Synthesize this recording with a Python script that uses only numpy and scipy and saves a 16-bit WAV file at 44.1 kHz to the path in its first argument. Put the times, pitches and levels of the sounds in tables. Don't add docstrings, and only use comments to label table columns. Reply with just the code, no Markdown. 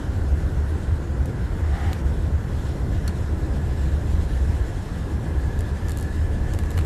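import sys
import numpy as np
from scipy import signal
from scipy.fft import rfft, irfft, next_fast_len
from scipy.io import wavfile
from scipy.ndimage import uniform_filter1d, map_coordinates

SR = 44100
rng = np.random.default_rng(int(sys.argv[2]) if len(sys.argv) > 2 else 0)


def wav_record(signal):
    frames = np.transpose(np.atleast_2d(signal))
    bounded = np.clip(frames, -1, 1)
    quanta = np.round(bounded * 32767).astype(np.int16)
    wavfile.write(sys.argv[1], SR, quanta)


def boost_factor(decibels):
    exponent = np.asarray(decibels, float) / 20
    return 10 ** exponent


N = 302085
TIME = np.arange(N) / SR


def unit(x):
    return x / np.sqrt(np.mean(x ** 2) + 1e-20)


def curves(rows):
    s, *columns = np.transpose(rows)
    return [np.interp(TIME, s, column) for column in columns]


def wobble(rate):
    knots = rng.standard_normal(int(N * rate / SR) + 4)
    return map_coordinates(knots, [np.arange(N) * rate / SR])


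def phase(hz):
    return 2 * np.pi * np.cumsum(hz) / SR


def tent(peak_s, rise_db_per_s, fall_db_per_s):
    t = TIME - peak_s
    return np.where(t < 0, rise_db_per_s * t, -fall_db_per_s * t)


def filtered(x, response):
    m = next_fast_len(N + SR // 2)
    return irfft(rfft(x, m) * response(np.fft.rfftfreq(m, 1 / SR)), m)[:N]


def resonant(modes):
    def response(f):
        total = 0
        for k, (centre, width, db) in enumerate(modes):
            damping = 1j * f * width
            total = total + (-1) ** k * boost_factor(db) * damping / (centre * centre - f * f + damping)
        return total
    return response


def narrow_noise(centre_hz, width_hz):
    response = resonant([(centre_hz, width_hz, 0)])
    return unit(filtered(rng.standard_normal(N), lambda f: response(f) ** 2))


def rush(spectrum, patchy_db):
    z = signal.stft(rng.standard_normal(N), nperseg=512)[2]
    field = uniform_filter1d(rng.standard_normal(z.shape), 6, 0)
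    field = uniform_filter1d(field, 12, 1)
    noise = signal.istft(z * boost_factor(patchy_db * unit(field)), nperseg=512)[1][:N]
    f, db = np.transpose(spectrum)
    return unit(filtered(noise, lambda hz: boost_factor(np.interp(np.log(hz + 1), np.log(f + 1), db))))


# (time [s], level [dB])
SUCTION = [(0, -36), (.3, -24), (.8, -25.5), (1.25, -35), (1.55, -30), (2.0, -44), (2.6, -38), (3.0, -32),
           (3.5, -25.5), (3.9, -25.5), (4.3, -24), (4.8, -33), (5.2, -33), (5.6, -19.5), (6.0, -39),
           (6.25, -23), (6.55, -42), (6.85, -34)]
# (time [s], pitch [Hz], peak level [dB])
THROBS = [(0.095, 70.1, -17), (0.167, 77.2, -18.5), (0.258, 68.7, -16), (0.332, 73.3, -10),
          (0.459, 71.9, -16.5), (0.592, 72.5, -11.5), (0.728, 70.5, -13.5), (0.792, 73.6, -27),
          (0.92, 71.6, -12), (1.099, 67.5, -17), (1.207, 72.8, -11.5), (1.426, 69.54, -17),
          (1.539, 82, -16.5), (1.647, 75.6, -12.5), (1.72, 76.6, -10.5), (1.884, 76.6, -14.5),
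          (1.984, 76, -21), (2.075, 69.6, -12), (2.223, 76.6, -19), (2.346, 76, -10.5), (2.562, 80.2, -20),
          (2.687, 73.15, -19), (2.812, 68.2, -16), (2.904, 71.4, -13), (2.972, 75.7, -15),
          (3.09, 76.8, -14), (3.203, 76.33, -17), (3.279, 74.6, -17), (3.358, 69.54, -23),
          (3.443, 66.7, -20), (3.562, 73.9, -13.5), (3.708, 71.8, -14.5), (3.777, 77.66, -17),
          (3.857, 69.3, -23), (3.949, 70.1, -9.5), (4.028, 70.3, -14.5), (4.141, 71.3, -14),
          (4.218, 77.5, -15), (4.337, 69.5, -21), (4.423, 72.2, -13.5), (4.508, 73.5, -13.5),
          (4.584, 72.2, -32), (4.784, 76.2, -18.5), (4.947, 72.6, -21.5), (5.149, 74.7, -16),
          (5.305, 75.34, -17), (5.41, 71.4, -17), (5.47, 68.6, -19), (5.598, 72.2, -19), (5.731, 74.5, -15),
          (5.868, 75.4, -12.5), (6.025, 69.65, -15.5), (6.175, 83.1, -15), (6.245, 80.04, -23),
          (6.332, 77.6, -18), (6.426, 69, -11.5), (6.558, 79.2, -17.5), (6.617, 73.3, -27),
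          (6.693, 67.7, -14), (6.792, 74.8, -10)]


def boom():
    fall_db_per_s, hold_s = 313, 0.011
    swing_share_db = -5.5
    hz = curves(THROBS)[0] + 2.33 * wobble(7)
    slip = 1.1 * wobble(20)
    db = curves(SUCTION)[0] + np.minimum(4 * wobble(31), 2)
    for s, _, peak_db in THROBS:
        centre = round(s * SR)
        near = np.arange(max(centre - SR // 10, 0), min(centre + SR // 10, N))
        swing_db = np.minimum(fall_db_per_s * (hold_s - np.abs(near / SR - s)), 0)
        db[near] = np.maximum(db[near], peak_db + swing_share_db + swing_db)
    return boost_factor(db) * np.sin(phase(hz) + slip)


def engine():
    crank_hz, crank_db, load_db_per_s = 26.97, -41.5, 1.5
    turn = phase(crank_hz + 0.264 * wobble(1.465))
    throb_db = crank_db + load_db_per_s * TIME + 2.1 * wobble(2.4)
    throb = boost_factor(throb_db) * np.sin(turn + 0.45 * wobble(35))
    firing = boost_factor(-44.0 + 0.74 * wobble(2.8)) * np.sin(4 * turn)
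    return throb + firing


# (centre [Hz], width [Hz], level [dB])
PASSING_TONE = [(1220, 91, 0.5), (1746, 274, 0.5), (1960, 230, 1.5), (2139, 200, -2.5), (3420, 1500, -18.5)]


def passing():
    peak_s, hold_s, rush_db = 1.808, 0.095, -41.5
    nearing_db_per_s, gone_db_per_s = 40, 170
    hollow_s, hollow_from_s, hollow_db = 1.914, 1.73, -39.5
    top_hz, top_s, arch_hz_per_s2 = 815, 1.83, 11000

    upper_db = rush_db + tent(peak_s, nearing_db_per_s, 0) + tent(peak_s + hold_s, 0, gone_db_per_s)
    upper_db = upper_db + 0.5 * wobble(40.7)
    upper = unit(filtered(rng.standard_normal(N), resonant(PASSING_TONE)))

    hollow_db = hollow_db + tent(hollow_s, 12, 2 * gone_db_per_s) + tent(hollow_from_s, gone_db_per_s, 0)
    arch_hz = np.maximum(top_hz - arch_hz_per_s2 * (TIME - top_s) ** 2, 600)
    note = np.sin(phase(arch_hz + 18 * wobble(60)))
    hollow = unit(0.8 * narrow_noise(770, 200) + note)
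    return boost_factor(upper_db) * upper + boost_factor(hollow_db) * hollow


# (time [s], peak level [dB], dull part [dB], spring ring [dB])
TICKS = [(1.2568, -32, -15, -16), (1.9305, -29.5, -18, -16), (3.0772, -26, -16, -16), (3.094, -49, 6, -10),
         (5.59, -32.5, -19, -19), (5.6062, -30.5, -11, -18), (5.8840, -31.5, -12, -10),
         (5.894, -28, -8, -18), (5.9058, -31, -12, -16), (5.918, -27.5, -23, -17), (5.972, -27.5, -15, -18),
         (5.9858, -31, -19, -20), (5.9976, -33, -13, -23), (6.0099, -32, -24, -21),
         (6.026, -28.5, -25, -17), (6.5357, -27.5, -14, -18), (6.5462, -37, -1, -16),
         (6.5878, -27, -6.5, -14), (6.635, -37, 0, -19), (6.7052, -31, -12, -16), (6.7142, -33, -7, -13),
         (6.7605, -46, 2, -16), (6.771, -39, -8, -14), (6.7767, -28.5, 1, -8), (6.7874, -29, -1, -10),
         (6.81, -40, 5, -14), (6.8474, -38, -3.5, -17), (3.0802, -30, -5, -6), (6.658, -41, -4, -18)]
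TICK_HZ = [8720, 4190, 11070, 3490, 7000, 7450, 5920, 9500, 8000, 8580, 9800, 7200, 9300, 9700, 9500, 12030,
           9000, 7300, 9070, 7700, 7660, 3022, 6000, 3000, 2900, 2900, 8010, 5840, 6500]
# (centre [Hz], width [Hz], level [dB])
PANE = [(3740, 630, -2.5), (7130, 1560, 1.5), (9300, 2100, 1), (11700, 3600, -2.5)]
# (centre [Hz], width [Hz], level [dB])
FRAME = [(680, 960, 1.5), (1190, 680, 12.5), (1680, 1130, 12), (3170, 1030, 6)]


def ticks():
    crack_t60_s, chink_t60_s, rustle_t60_s = 0.0078, 0.0035, 0.11
    first_touch_db, chink_db = 2.5, -1
    contact_lag_s, dull_lag_s = 0.0004, 0.00044
    t = np.arange(SR // 20) / SR
    bright, dull, ring, chink = np.zeros((4, N + SR))
    grains = rng.standard_normal((len(TICKS), 3, len(t)))
    touch = 1 + boost_factor(first_touch_db - 60 * t / 0.0018)
    push = 3.2 * boost_factor(-60 * t / 0.004)
    spring_tone = 0.3 * np.sin(2 * np.pi * 4350 * t)
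    for (s, db, dull_db, ring_db), hz, grain in zip(TICKS, TICK_HZ, grains):
        s += contact_lag_s
        here = slice(round(s * SR), round(s * SR) + len(t))
        later = round((s + dull_lag_s) * SR)
        crack = boost_factor(db - 60 * t / crack_t60_s) * (1 - np.exp(-t / 0.00059))
        crack += boost_factor(db - 22.5 - 60 * t / rustle_t60_s) * (1 - np.exp(-t / 0.0023))
        bright[here] += crack * grain[0] * touch
        chink_level = boost_factor(db + chink_db - 60 * t / chink_t60_s) * (1 - np.exp(-t / 0.00025))
        chink[here] += chink_level * np.sin(2 * np.pi * hz * t)
        dull[later:later + len(t)] += boost_factor(dull_db) * crack * (0.61 * grain[1] + push)
        ring[here] += boost_factor(ring_db) * crack * (grain[2] + spring_tone)
    glass = boost_factor(6) * filtered(bright[:N], resonant(PANE))
    trim = boost_factor(11.5) * filtered(dull[:N], resonant(FRAME))
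    spring = boost_factor(17) * filtered(ring[:N], resonant([(4320, 420, 0)]))
    return chink[:N] + glass + trim + spring


# (frequency [Hz], level [dB], T60 [s])
KNOCK_MODES = [(1750, 0, .02), (2800, -9, .015), (4380, -1, .022), (5900, -4, .014), (7700, -2, .007),
               (11200, -1, .007)]


def knock():
    knock_s, knock_db = 3.0779, -29.5
    t = np.maximum(TIME - knock_s, 0)
    out = np.zeros(N)
    for hz, db, t60 in KNOCK_MODES:
        onset = 1 - np.exp(-t * hz / 3)
        out += boost_factor(knock_db + db - 60 * t / t60) * onset * np.sin(2 * np.pi * hz * t)
    return out


def snap():
    start_s, length_s, level_db = 1.9306, 0.0022, -29
    from_hz, to_hz = 6500, 1500
    u = np.clip((TIME - start_s) / length_s, 0, 1)
    hz = from_hz * (to_hz / from_hz) ** u
    return boost_factor(level_db) * np.sin(np.pi * u) * np.sin(phase(hz * (u > 0)))


# (time [s], level [dB], centre [Hz])
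PUFFS = [
    (0.7, -55, 9640),
    (2.6, -54, 3583),
    (2.695, -51.5, 3224),
    (2.955, -53, 2800),
    (6.66, -63, 6500),
    (6.795, -53, 2800),
    (3.083, -47, 1748),
]


def puffs():
    air = rng.standard_normal(N)
    out = np.zeros(N)
    for s, db, hz in PUFFS:
        jet = unit(filtered(air, resonant([(hz, 0.15 * hz, 0)])))
        out += boost_factor(db + tent(s, 350, 350)) * jet
    return out


# (time [s], pitch [Hz], level [dB])
WHINE = [
    (0, 1700, -61),
    (2.6, 1700, -58),
    (4.3, 1720, -54),
    (5.15, 1690, -55),
    (5.58, 1710, -48),
    (5.72, 1720, -54),
    (6.15, 1730, -50.5),
    (6.45, 1725, -51.5),
    (6.85, 1720, -52),
]


def whistle():
    change_s, blend_s = 3.6, 0.58
    low_slot_db, idle_slot_db = -53.5, -18
    width_hz = 130
    moved = 1 / (1 + np.exp((change_s - TIME) / blend_s))
    low_db = low_slot_db + idle_slot_db * moved + 0.65 * wobble(3.9)
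    low = narrow_noise(1465, 210)
    hz, db = curves(WHINE)
    turn = phase(hz + 12 * wobble(14))
    high = unit((0.55 + wobble(width_hz)) * np.cos(turn) + wobble(width_hz) * np.sin(turn))
    return boost_factor(low_db) * low + boost_factor(db + 0.82 * wobble(11)) * high


# (frequency [Hz], density [dB per Hz])
BUFFET = [(12, -35), (20, -19), (27, -20), (34, -14), (40, -10), (60, -9), (85, -12), (110, -17.5),
          (160, -76)]


def buffeting():
    suction_db = curves(SUCTION)[0]
    suction_db = suction_db - suction_db.mean()
    return boost_factor(-28 + 0.1 * suction_db + 1.9 * wobble(12)) * rush(BUFFET, patchy_db=-1.14)


# (time [s], level [dB])
SURFACE = [(0, -0.5), (.45, 0.5), (.9, -0.5), (1.4, -0.5), (1.75, -1), (2.1, 1), (2.45, 0), (2.8, 1),
           (3.05, 1), (3.25, -1), (3.45, 1.5), (3.8, 0.5), (4.55, 0), (4.8, -1.5), (5.2, 0), (5.5, 0.5),
           (5.95, -0.5), (6.3, 1)]
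# (frequency [Hz], density [dB per Hz])
ROAD = [(56, -7), (95, -4), (130, -5), (242, -15), (317, -14), (365, -17.5), (555, -22), (607, -26.5),
        (800, -37), (1040, -34), (1760, -120)]


def road_roar():
    return boost_factor(-28.5 + curves(SURFACE)[0] + 0.16 * wobble(4.4)) * rush(ROAD, patchy_db=0.58)


# (time [s], level [dB])
GUST = [(0, -53.5), (.3, -54.5), (.7, -55), (1.1, -55.5), (1.6, -55), (1.82, -51), (2.0, -53.5), (2.4, -55),
        (2.66, -53), (2.85, -53.5), (3.4, -54), (4.05, -52.5), (4.55, -52.5), (5.2, -54.5), (5.95, -53),
        (6.5, -53.5), (6.75, -53), (6.85, -52)]
# (frequency [Hz], density [dB per Hz])
EDGE = [(410, -17), (700, 2.5), (1030, -1.5), (1230, -4.5), (1550, -2.5), (1680, -3), (1870, -6),
        (2030, -7), (2210, -16.5), (2500, -20), (3250, -21.5), (5500, -120)]
# (frequency [Hz], density [dB per Hz])
HISS = [(1350, -8.5), (2300, -1), (3470, -1.5), (4400, -3.5), (4700, -6.5), (5250, -4.5), (6050, -7),
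        (7300, -4.5), (8970, -10), (11900, -12.5), (13600, -18), (16000, -10.5)]


def window_air():
    gust_db = curves(GUST)[0]
    gust_db = gust_db - gust_db.mean()
    gust = wobble(7)
    edge_db = -44.5 + 0.41 * gust_db + 0.2 * gust
    hiss_db = -51 + 1.15 * gust_db + 0.13 * gust + 0.87 * wobble(30)
    return boost_factor(edge_db) * rush(EDGE, patchy_db=1.1) + boost_factor(hiss_db) * rush(HISS, patchy_db=1.42)


def scene():
    cabin = boom() + engine()
    pane = ticks() + knock() + snap() + puffs()
    air = whistle() + buffeting() + road_roar() + window_air()
    return (cabin + passing() + pane + air)[None]


# (frequency [Hz], share of cells lost [0-1])
DROPPED = [(5500, 0), (8000, .002), (10500, .008), (12000, .03), (13000, .1), (14000, .3)]


def thinned(x):
    hz, t, z = signal.stft(x, SR, nperseg=1024)
    cells = rng.random((len(hz) // 8 + 1, len(t) // 2 + 1))
    cells = np.repeat(np.repeat(cells, 8, 0), 2, 1)[:len(hz), :len(t)]
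    kept = cells > np.interp(hz, *np.transpose(DROPPED))[:, None]
    luck = np.repeat(rng.standard_normal(len(t) // 2 + 1), 2)[:len(t)]
    kept &= hz[:, None] < np.maximum(13750 + 650 * luck, 12900)
    treble_db = 10 * np.log10(np.mean(np.abs(z[hz > 6000]) ** 2, 0) + 1e-20)
    kept |= treble_db > np.median(treble_db) + 4
    return signal.istft(z * kept, SR, nperseg=1024)[1][:N]


def roll_off(x):
    return signal.sosfilt(signal.butter(12, 14750, fs=SR, output="sos"), x)


def record(dry):
    squeezed = dry / (1 + np.abs(dry / 0.45) ** 4) ** (1 / 4)
    cut = filtered(squeezed[0], lambda hz: 1 / (1 + (hz / 13950) ** 150) + 0.03 * (hz < 14750))
    cut = filtered(cut, lambda hz: 1 / (1 + (18 / (hz + 1)) ** 4))
    mix = thinned(cut)[None]
    return roll_off(mix)


dry = scene()
out = record(dry)
wav_record(out)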